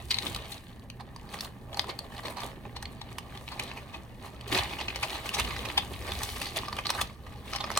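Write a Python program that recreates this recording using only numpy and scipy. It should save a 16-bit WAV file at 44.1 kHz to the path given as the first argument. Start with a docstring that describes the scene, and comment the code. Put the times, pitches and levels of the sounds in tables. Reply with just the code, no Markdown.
"""Over the room tone of a furnished living room, where an appliance hums, hands turn and lift a newspaper
wrapping close to a pair of microphones. First comes a quick run of sharp snaps, then a sparser stretch;
from about 4.4 s the paper is busy again, and near 6.5 s the knock of the creases rises as it is lifted open.
Snaps are ringing noise bursts, the rustle is patchy noise with tiny tones and ticks, and the parcel's
soft thuds are low noise. A short echo follows the paper."""
import sys
import numpy as np
from scipy import signal
from scipy.fft import rfft, irfft, next_fast_len
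from scipy.io import wavfile
from scipy.ndimage import uniform_filter1d, map_coordinates

SR = 44100
rng = np.random.default_rng(int(sys.argv[2]) if len(sys.argv) > 2 else 0)


def log_audio(samples):
    """Write samples as a 16-bit WAV file to the path given in sys.argv[1]."""
    # one column per channel
    frames = np.atleast_2d(samples).T
    # limit to full scale, then quantise
    limited = np.clip(frames, -1, 1)
    pcm = np.round(limited * 32767).astype(np.int16)
    wavfile.write(sys.argv[1], SR, pcm)


N = 343539  # length in samples

# handfuls of paper crumpled: peak_s, rustle_db, length_ms, fine_hiss_db (re rustle_db)
CRUMPLES = [(.135, -43.5, 110, -10), (0.263, -38.5, 140, -7), (0.508, -48.5, 52, 2),
            (1.342, -44.5, 91, -9.5), (1.427, -48, 60, 2), (1.791, -48, 104, -5), (1.9, -38, 40, -16),
            (2.175, -53, 30, -18), (2.266, -46, 53, -19), (2.307, -45, 27, 0), (2.437, -42.5, 98, -7.5),
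            (2.92, -55.5, 34, -3.5), (3.12, -50.5, 25, -7), (3.353, -46.5, 51, -13),
            (3.642, -44.5, 216, -13), (3.954, -55, 71, -6), (4.261, -50, 69, -4), (4.528, -30, 31, -7),
            (4.555, -27, 40, -12), (4.587, -30.5, 42, -10), (4.64, -40.5, 210, -11.5),
            (4.809, -43, 24, -24), (5.149, -38, 120, -13), (5.261, -33.5, 37, -9), (5.39, -31, 39, -8),
            (5.446, -38, 160, -11), (5.654, -40, 105, -23), (5.77, -44, 120, -16), (6.091, -38.5, 103, -14),
            (6.231, -41, 390, -3), (6.569, -31, 27, -8.5), (7.01, -52, 50, -6), (7.504, -45.5, 83, -5),
            (5.08, -46.5, 250, -2.5)]


def amp(db):
    """Turns decibels into a gain."""
    return 10 ** (np.asarray(db) / 20)


def unit(x):
    """Scales a sound to an rms of 1."""
    return x / np.sqrt(np.mean(x ** 2) + 1e-20)


def along(points, hz):
    """Reads a curve of (Hz, value) points, with straight lines on a log frequency axis."""
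    point_hz, value = np.transpose(points)
    return np.interp(np.log(hz + 1), np.log(point_hz + 1), value)


def curves(rows):
    """Gives one value per sample for each column after the time in seconds."""
    s, *columns = np.transpose(rows)
    return [np.interp(np.arange(N) / SR, s, column) for column in columns]


def wobble(rate):
    """Draws a smooth random curve with `rate` knots a second."""
    knots = rng.standard_normal(int(N * rate / SR) + 4)
    return map_coordinates(knots, [np.arange(N) * rate / SR])


def filtered(x, response):
    """Multiplies the spectrum of x by a response of frequency, along the last axis."""
    size = next_fast_len(x.shape[-1] + 512)
    spectrum = rfft(x, size) * response(np.fft.rfftfreq(size, 1 / SR))
    return irfft(spectrum, size)[..., :x.shape[-1]]


def place(s, rows, lead=0):
    """Adds up short sounds (channels, events, samples) at their times; `lead` samples come before each time."""
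    length = rows.shape[-1]
    at = (np.round(s * SR).astype(int)[:, None] + np.arange(length)).ravel()
    return np.array([np.bincount(at, r.ravel(), N + 2 * length)[lead:lead + N] for r in rows])


def spread(pair):
    """Mixes two unrelated signals into left and right with a set likeness and phase at each pitch."""
    # how alike the two ports are: pitch_hz, likeness (1 = the same)
    alike = [(60, .92), (290, .82), (600, .98), (1000, .95), (1410, .76), (3100, .86), (6500, .62),
             (8500, .6)]
    # how far the left port leads the right: pitch_hz, lead_radians
    leads = [(1300, 0.17), (2800, 1.1), (4200, 1.44), (7000, 0)]
    sign = np.reshape([1, -1], (2,) + (1,) * (pair.ndim - 1))  # left, right

    def turn(hz):
        return np.arccos(np.clip(along(alike, hz), -1, 1)) / 2

    def phase(hz):
        return np.exp(.5j * sign * along(leads, hz))

    shared = filtered(pair[0], lambda hz: np.cos(turn(hz)) * phase(hz))
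    opposed = filtered(pair[1], lambda hz: sign * np.sin(turn(hz)) * phase(hz))
    return shared + opposed


def room_tone():
    """Steady air of the room, a wavering hum, and a steady mains tone that is opposite in the two ports."""
    # colour of the air before it is set to its level: pitch_hz, level_db (per Hz)
    air_colour = [(15, -29), (25, 5), (82, -2.5), (240, 2), (314, -12), (807, -23), (1420, -33),
                  (1760, -17.5), (4170, -83), (15600, -76)]
    # wavering hum, a narrow band of noise: pitch_hz, width_hz, level_db
    hum = [(119.7, 7.4, -53.5)]
    noise = spread(rng.standard_normal((2, N)))
    air = unit(filtered(noise, lambda hz: amp(along(air_colour, hz))))
    out = amp(-51.5 + 2.16 * wobble(1.47)) * air
    for pitch_hz, width_hz, level_db in hum:
        band = filtered(rng.standard_normal(N), lambda hz: np.exp(-((hz - pitch_hz) / width_hz) ** 2))
        out = out + amp(level_db) * unit(band)
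    mains = np.sin(2 * np.pi * 120 * np.arange(N) / SR)
    return out + amp(-67.0) * np.outer([-1, 1], mains)


def thuds():
    """The weight of the parcel pushes low noise when it is shifted; the palms rub dully on it."""
    # the parcel shifts in the hands: start_s, push_db (low push of its weight), rub_db (dull rub of the palms)
    shifting = [(0.0, -47, -69), (0.22, -51, -51), (0.255, -45, -36), (0.33, -41.5, -48.5),
                (0.56, -55.5, -61), (1.99, -49, -55.5), (4.49, -50, -58), (4.515, -37, -37.5),
                (4.565, -43, -38), (4.6, -35.5, -48), (4.67, -46, -47.5), (5.29, -46.5, -57),
                (5.36, -50, -44), (5.405, -36.5, -44.5), (5.57, -40, -49.5), (5.7, -43.5, -49.5),
                (6.09, -40.5, -51.5), (6.5, -47.5, -52.5), (6.94, -46.5, -51.5), (7.03, -41.5, -48),
                (7.12, -50, -60.5), (7.64, -45.5, -52.5), (7.79, -46, -46)]
    # colour of the push, then of the rub, before their levels: pitch_hz, level_db (per Hz)
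    push_colour = [(20, -40), (45, -4.5), (65, 5), (95, -2), (140, -6), (300, -46)]
    rub_colour = [(80, -12), (200, 1.5), (430, -3), (750, -12), (1100, -29)]
    push_db, rub_db = curves(shifting)

    def noise(points):
        return unit(filtered(spread(rng.standard_normal((2, N))), lambda hz: amp(along(points, hz))))

    push = amp(push_db + 0.76 * wobble(5.1)) * noise(push_colour)
    rub = amp(rub_db + 1.8 * wobble(30)) * noise(rub_colour)
    return push + rub


def registers(x):
    """Gives x the colour of paper and splits it into body, crinkle and hiss."""
    # colour of the sheets at the microphones, before levels are set: pitch_hz, level_db (per Hz)
    paper_colour = [(180, -19), (300, 11), (663, 2.5), (809, -2.5), (1180, 3), (1400, -8.5), (2250, -7.5),
                    (2700, -8), (4230, -10), (7410, -19), (9040, -19), (15600, -21)]
    # resonances of the parcel, and a broad lift near 4 kHz: pitch_hz, width_hz, boost_db
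    sheet = [(800.4, 74, 8.5), (1325, 660, -6.5), (4250, 1230, 3.5)]
    # edges of the three parts, in Hz: the body starts, turns to crinkle, then to hiss
    hollow_hz, body_hz, hiss_hz = 400, 1590, 6970

    def colour(hz):
        rings = sum(db / (1 + 1j * (hz - c) / (w / 2)) for c, w, db in sheet)
        low = 1 / (1 + (hz / body_hz) ** 8)
        high = 1 - 1 / (1 + (hz / hiss_hz) ** 8)
        body = low - 1 / (1 + (hz / hollow_hz) ** 4)
        parts = np.sqrt(np.clip([body, 1 - low - high, high], 0, 1))
        gains = amp(along(paper_colour, hz) + rings) * parts
        return gains.reshape((3,) + (1,) * (x.ndim - 1) + (-1,))

    return filtered(x, colour)


def patchy(x, depth_db):
    """Random patches of colour: each part of a sheet rings at its own pitches for a moment."""
    hz, _, z = signal.stft(x, SR, nperseg=768)
    depth_db = depth_db / (1 + (hz[:, None] / 10000) ** 2)  # the patches grow shallower towards the treble
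    field = rng.standard_normal(z.shape[1:])
    field = uniform_filter1d(field, size=3, axis=0)
    field = uniform_filter1d(field, size=4, axis=1)
    return signal.istft(z * amp(depth_db * unit(field)), nperseg=768)[1][:, :N]


def buckles(per_s, spread_db, cycles, lag_s):
    """Tiny buckles: damped tones of random pitch, a few much larger than the rest, each with its own lag."""
    draw = rng.random((round(8 * per_s), 5))  # spread over 8 s
    draw = draw[draw[:, 0] < N / SR / 8]
    s = 8 * draw[:, 0]
    hz = 800 * amp(22.94 * draw[:, 1:2])
    size_db = np.minimum(-spread_db * np.log(draw[:, 2:3] + 1e-9), 4 * spread_db)
    strength = amp(size_db) * np.sqrt(hz)
    lag = lag_s * (draw[:, 3:4] - .5) * (hz < 7000)  # no lag between the ports from 7 kHz up
    t = np.maximum(np.arange(200) / SR - lag_s + np.array([lag, -lag]), 0)
    life = cycles * (0.31 + draw[:, 4:5]) / hz
    swell = t / life * np.exp(-t / life)
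    return unit(place(s, strength * np.sin(2 * np.pi * hz * t) * swell))


def ticks(per_s, spread_db, fall_ms):
    """Small dry folds: short noise bursts, each with its own broad colour, length and size."""
    draw = rng.random((round(8 * per_s), 4))  # spread over 8 s
    noise = rng.standard_normal((2, len(draw), 300))
    centre_hz = 1000 * amp(18.9 * draw[:, 1:2])
    strength = amp(np.minimum(-spread_db * np.log(draw[:, 2:3] + 1e-9), 3 * spread_db))
    ms = np.arange(300) / SR * 1000
    life = ms / (fall_ms * (0.3 + draw[:, 3:4]))  # age of the burst in fall times
    burst = noise * strength * life * np.exp(-life)

    def colour(hz):
        return 1 / (1 + 1j * (hz / centre_hz - centre_hz / (hz + 1))) ** 2

    keep = draw[:, 0] < N / SR / 8
    return unit(place(8 * draw[keep, 0], filtered(spread(burst), colour)[:, keep]))


def effort(busy_db, peak_db):
    """A slow level with every crumple swelling out of it and dying back, in dB."""
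    rise_over_fall = 0.8
    s, _, length_ms, _ = np.transpose(CRUMPLES)[..., None]
    ms = (np.arange(N) / SR - s) * 1000
    side_ms = np.where(ms < 0, rise_over_fall, 1) * length_ms
    swell = np.exp(-4 * np.abs(ms) / np.clip(side_ms, 3, 400))
    return 10 * np.log10(amp(2 * busy_db) + amp(2 * peak_db) @ swell)  # powers add


def rustle():
    """Sheets slide (patchy noise) and buckle (grains) as the hands work; the effort comes in clumps."""
    # how busy the hands are under the crumples: start_s, rustle_db, fine_hiss_db (re rustle_db),
    # hollow_db (extra level of the hollow body)
    busy = [(0, -45.5, -16, -1), (.08, -62.5, 5, -2.5), (.4, -46, -18, -2), (.65, -57.5, -5.5, -2.5),
            (.96, -71.5, -25, 6), (1.2, -60, -17, 1.5), (1.67, -65, -18, 6.5), (2.3, -55.5, 1.5, 5.5),
            (2.64, -60.5, -35, 2.5), (3.5, -59, 0, 3), (4.12, -63, -13, 4.5), (4.46, -57.5, -16, 3),
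            (4.7, -48.5, -17, 0), (5.6, -47, -8, 1), (5.9, -55, -3, 4.5), (6.4, -43.5, -6, -3),
            (6.7, -52, -12, 4), (6.98, -45, -5.5, -2), (7.2, -65, -10, 3), (7.79, -45, -17, -2)]
    body_even_db = -53  # rustle level where the hollow body is as loud, before hollow_db
    body_follows = 0.69  # share of the rustle's swings that the body follows
    busy_db, fine_db, hollow_db = curves(busy)
    _, peak_db, _, bright_db = np.transpose(CRUMPLES)
    level_db = effort(busy_db, peak_db)
    hiss_db = effort(busy_db + fine_db, peak_db + bright_db) - level_db
    body_db = (body_follows - 1) * (level_db - body_even_db) + hollow_db

    slide = unit(patchy(spread(rng.standard_normal((2, N))), depth_db=4.6))
    grain = buckles(per_s=1500, spread_db=2.0, cycles=0.67, lag_s=0.00027)
    folds = ticks(per_s=220, spread_db=3.5, fall_ms=1.0)
    crackle = slide + .55 * grain + .9 * folds
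    flicker = amp(1.47 * wobble(35))
    body, crinkle, hiss = map(unit, registers(flicker * crackle))

    # each part also wavers on its own
    body = amp(body_db) * amp(0.39 * wobble(26)) * body
    crinkle = amp(0.39 * wobble(26)) * crinkle
    hiss = amp(hiss_db + 0.95 * wobble(18)) * hiss
    return amp(level_db) * (body + crinkle + hiss)


def shaded(x):
    """The upper crinkle is shaded more or less with how low the parcel is held, down towards the lap."""
    # shading of the upper crinkle: start_s, level_db (at the centre of the band)
    shade = [(3.2, -7), (3.5, -3.5), (5.9, -6), (6.2, -2.5)]
    centre_hz, width_hz = 5360, 1400
    upper = filtered(x, lambda hz: np.exp(-((hz - centre_hz) / width_hz) ** 2))
    return x + (amp(curves(shade)[0]) - 1) * upper


def snaps():
    """Each crease gives way in a short spiky burst that rings at the pitch of its fold."""
    # creases that snap: start_s (the peak), level_db (crinkle), ring_hz, body_db and hiss_db (re level_db),
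    # fall_ms (held to 15 at most)
    creases = [(0.109,-25.5,4570,-37,-10,5.7), (0.1121,-22.5,4470,-29,-11,2.5),
               (.1165,-24.5,4000,-30,-14,2), (0.1242,-30,3400,-27,-24,1.7), (0.144,-30.5,4570,-27,-22,1.6),
               (0.17,-38,4110,-16,-19,5), (0.187,-27.5,4130,-34,-13,2.3), (0.2246,-34.5,4110,-21,-8,2.1),
               (0.231,-38,3600,-10,-13,2.2), (.268,-36,3700,-6,-14,3), (0.3481,-30.5,4100,-30,-3.5,2),
               (.3623,-38.5,3630,4,-2,2.9), (0.523,-43.5,4000,-40,-14,8.8), (0.796,-56,4360,-6,1,1.9),
               (0.9011,-37,2670,-26,-12,1.5), (0.9998,-51.5,1820,5,-24,5.1), (1.0079,-49.5,4200,11,-8,6.9),
               (1.163,-52,4800,12.5,7,3.2), (1.292,-49,4700,-8,-12,4), (1.3424,-35.5,1930,-6,-7,2),
               (1.389,-39,4700,-12,-14,2), (1.397,-41,4500,-10,-14,2.8), (1.4085,-28.5,4630,-25,-5,2),
               (1.449,-42,4150,-11,-13,7.3), (1.7309,-48.5,3320,7,-14,5), (1.7453,-43.5,4640,5,-7,2.7),
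               (1.7727,-39.5,4400,8.5,0,4.1), (1.795,-19,4830,-7.5,-16,2.2), (1.844,-52.5,3550,18.5,-5,3.9),
               (1.8987,-36.5,4300,-17,-26,11), (1.9906,-34.5,4360,-7.5,3,2.3), (2.1225,-51,1760,7,-15,3.9),
               (2.1475,-49,1790,1,-19,4), (2.167,-46,4100,0,-14,9.3), (2.181,-44,3500,-6,-11,4.9),
               (2.1927,-44.5,1950,7.5,-16,5.2), (2.236,-49,4300,5,-8,8.1), (2.256,-43,4200,6,-8,6.6),
               (2.283,-38.5,4200,4,-17,2.5), (2.301,-47,4200,2,-6,3.8), (2.371,-43.5,4200,6.5,-10,8.1),
               (2.3841,-47.5,4140,10,-6,11), (2.405,-47.5,4500,.5,-2,6.5), (2.435,-40.5,3500,6,-17,5.7),
               (2.654,-58,2580,23,-21,3.3), (2.7654,-41,4170,1,-12,5.8), (2.827,-41,1790,1,1.5,3.3),
               (2.8555,-30.5,4370,-26,-24,1.8), (3.0155,-43.5,4000,4.5,-11,3.9),
               (3.1852,-35.5,2800,0.5,-2.5,3.6), (3.375,-44,3470,1,-6,2.3), (3.4796,-38.5,2430,-10,-33,4.2),
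               (3.4881,-37,2520,-6,-28,1.8), (3.524,-50.5,4520,8.5,-24,26), (3.5974,-29.5,2420,-12,-9,3.9),
               (3.7149,-38.5,2600,-4,-37,3.9), (3.776,-46,2420,2,-11,36), (3.9442,-44,2540,-1.5,-40,12.4),
               (4.411,-41.5,3250,-23,-11,2.8), (4.48,-47,3200,-19,3,5.6), (4.518,-32,2200,-15,-19,3),
               (4.57,-30.5,2530,-2,-25,12), (4.5927,-31,3500,0,-18,6.2), (4.643,-43,2480,1,-25,5.3),
               (4.73,-42,2430,-1,-35,18), (4.79,-38.5,2760,-2,-13,9.1), (4.804,-35,2030,-9,-30,4.8),
               (4.813,-33,2490,-2,-29,6.1), (4.8844,-31,2610,-10,-47,3.7), (4.9043,-34.5,2470,-17,-34,3.7),
               (4.9601,-35,2190,-3,-8,6.1), (5.034,-29.5,2600,-2,-20,9.5), (5.155,-44.5,1680,10,-20,5),
               (5.292,-27.5,2650,-32,-8,2.1), (5.3412,-34.5,2450,-24,-6,12), (5.348,-40,5960,1,4,9.9),
               (5.388,-31,2480,-5,-7,4), (5.3985,-26,2400,-5,-4.5,5.3), (5.4485,-40,3040,-10,-18,5),
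               (5.475,-38,3900,-12,-20,4.4), (5.5097,-37.5,1940,-2,-28,5.2), (5.5655,-35,1910,-5,-34,6.5),
               (5.592,-43,3500,-3,-20,4.5), (5.655,-36.5,2530,-5,-9,8.3), (5.688,-39.5,3550,-11,-9,6.1),
               (5.702,-39,3300,1,-20,4.5), (5.7792,-29,3250,5,-6.5,5.7), (5.938,-40,3030,-24,-36,8.9),
               (6.083,-41.5,2500,6.5,-14,4), (6.12,-29,3530,-8.5,-17,3.3), (6.219,-44.5,1900,9.5,-15,6.7),
               (6.234,-39,3670,3.5,9.5,5.4), (6.4169,-31,2500,-5.5,-4.5,4.8), (6.469,-40.5,4520,-5,-8,16),
               (6.562,-32,2530,-12,-10,1.8), (6.5707,-33,3460,4.5,3,2), (6.6348,-51,3020,21.5,-5,1.6),
               (6.66,-45,4500,1,-12,5), (6.6842,-41.5,5030,12.5,-3.5,3.7), (6.7287,-36,4560,3.5,-10,4.7),
               (6.768,-39.5,3000,2,-5.5,5.5), (6.7881,-34.5,2510,3.5,-15,6.8), (6.8566,-33,4240,-7,-25,5.6),
               (6.869,-24.5,4310,-15,-10.5,2.4), (6.8943,-31,3930,-2,-20,4.2),
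               (6.9033,-27,5140,2.5,2.5,3.3), (6.9503,-43,4000,9,-1,17), (6.991,-47.5,1790,16,-2,21),
               (7.015,-28,3480,0,-0.5,6.3), (7.268,-50.5,1900,3,-12,7.7), (7.535,-37,5260,1.5,-10,12),
               (7.551,-35,2980,2,-22,3), (7.562,-36.5,5250,0,-5,4.7), (7.5858,-37,3470,-11,-19,1.9),
               (7.608,-34,3700,1,-17,8.1), (7.642,-33.5,5200,2.5,-33,6.8), (7.674,-52,1880,13.5,-21,6.5),
               (7.7039,-35.5,1930,13.5,-3,0.87), (7.717,-45,5320,11,4.5,6.7), (7.7632,-37,5370,3,-5,3.1),
               (7.771,-36,2000,3,-5,2.3), (7.775,-22.5,7850,2.5,2.5,2.7)]
    # knock of a crease rises as the wrapping is lifted open: start_s, pitch_hz
    opening = [(6.45, 890), (6.7, 1200)]
    rise_over_fall = 0.47
    lead = 640  # samples before the peak
    s, db, ring_hz, body_db, hiss_db, fall_ms = np.transpose(creases)[..., None]
    ms = (np.arange(1800) - lead) / SR * 1000
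    draw = rng.standard_normal((len(s), 4, len(ms)))
    noise = np.moveaxis(draw[:, :2], 1, 0)
    side_ms = np.where(ms < 0, rise_over_fall, 1) * fall_ms
    shape = np.exp(-np.abs(ms) / np.clip(side_ms, .2, 15))
    crack = 1 + .6 * np.exp(-(ms / .3) ** 2)  # the main break
    spikes = amp(np.minimum(10.8 * uniform_filter1d(draw[:, 2], size=9), 6))  # fibres let go unevenly
    side = draw[:, 3, 0:1]  # where on the parcel the crease lies

    def fold(hz):
        ring_db = 11.3 / (1 + 1j * (hz - ring_hz) / (0.11 * ring_hz))
        knock_hz = np.interp(s, *np.transpose(opening))
        knock_db = 5 / (1 + 1j * (hz - knock_hz) / 160)
        # random ups and downs of colour, one about every 300 Hz
        spots = np.broadcast_arrays(np.arange(len(s))[:, None], 1 + hz / 300)
        facets = map_coordinates(draw[:, 3], spots, order=1)
        # the two ports hear it at different moments
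        turn = np.pi * hz * .00004 * side / (1 + (hz / 6500) ** 8)
        thin = 1 - 1 / (1 + (hz / 750) ** 4)  # a single fold is too small for low tones
        dull = 1 / (1 + (hz / 11000) ** 3)  # and too soft for the highest
        return thin * dull * amp(ring_db + knock_db + 2.2 * facets) * np.exp(1j * np.array([turn, -turn]))

    parts = registers(filtered(spread(noise * shape * crack * spikes), fold))
    # every part of every burst is brought to its own level
    energy = (parts.mean(axis=1) ** 2).sum(axis=-1) / (shape ** 2).sum(axis=-1)
    levels = np.array([db + body_db, db, db + hiss_db])[:, None]
    bursts = (amp(levels) * parts / np.sqrt(energy)[:, None, :, None]).sum(axis=0)
    panned = bursts * amp(.8 * np.array([side, -side]))
    return place(s[:, 0], panned, lead=lead)


def reverb(x):
    """The room answers with a noise tail in which each frequency dies at its own speed."""
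    # how long the room rings: pitch_hz, t60_s (time to fall by 60 dB)
    ring_time = [(200, 0.095), (2000, 0.24), (10000, 0.095)]
    hz, t, z = signal.stft(rng.standard_normal((2, SR // 2)), SR, nperseg=256)
    fall = amp(-60 * t / along(ring_time, hz)[:, None])
    tail = signal.istft(z * fall, SR, nperseg=256)[1]
    late = np.pad(x, ((0, 0), (130, 0)))  # the echo starts 130 samples later
    return signal.fftconvolve(late, tail / np.linalg.norm(tail[0]), axes=1)[:, :N]


def scene():
    """Paper near the microphones, its echo, the thuds and the room tone."""
    paper = snaps() + shaded(rustle())
    return paper + amp(-11.5) * reverb(paper) + thuds() + room_tone()


def record(dry):
    """The housing ripples the colour and the two ports differ a little; nothing is kept above the band limit."""
    # ripple of the microphone housing: pitch_hz, width_hz, boost_db
    housing = [(1850, 130, 2.5), (2503, 50, 4.5), (2994, 83, 4), (3540, 83, 3.5), (4040, 99, 0),
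               (4900, 160, 0.5), (5330, 870, -2), (5750, 170, 2.5), (7190, 1170, -3.5), (8850, 710, 1)]
    # level of left over right: pitch_hz, difference_db
    lean = [(60, -0.3), (700, -2.5), (2400, -0.5), (4400, 2.5), (15000, 0.5)]
    top_hz = 16000

    def response(hz):
        ripple_db = sum(db / (1 + 1j * (hz - c) / (w / 2)) for c, w, db in housing)
        lean_db = np.outer([.5, -.5], along(lean, hz))
        return amp(ripple_db + lean_db) * (hz < top_hz)

    return filtered(dry, response)


dry = scene()
out = record(dry)
log_audio(out)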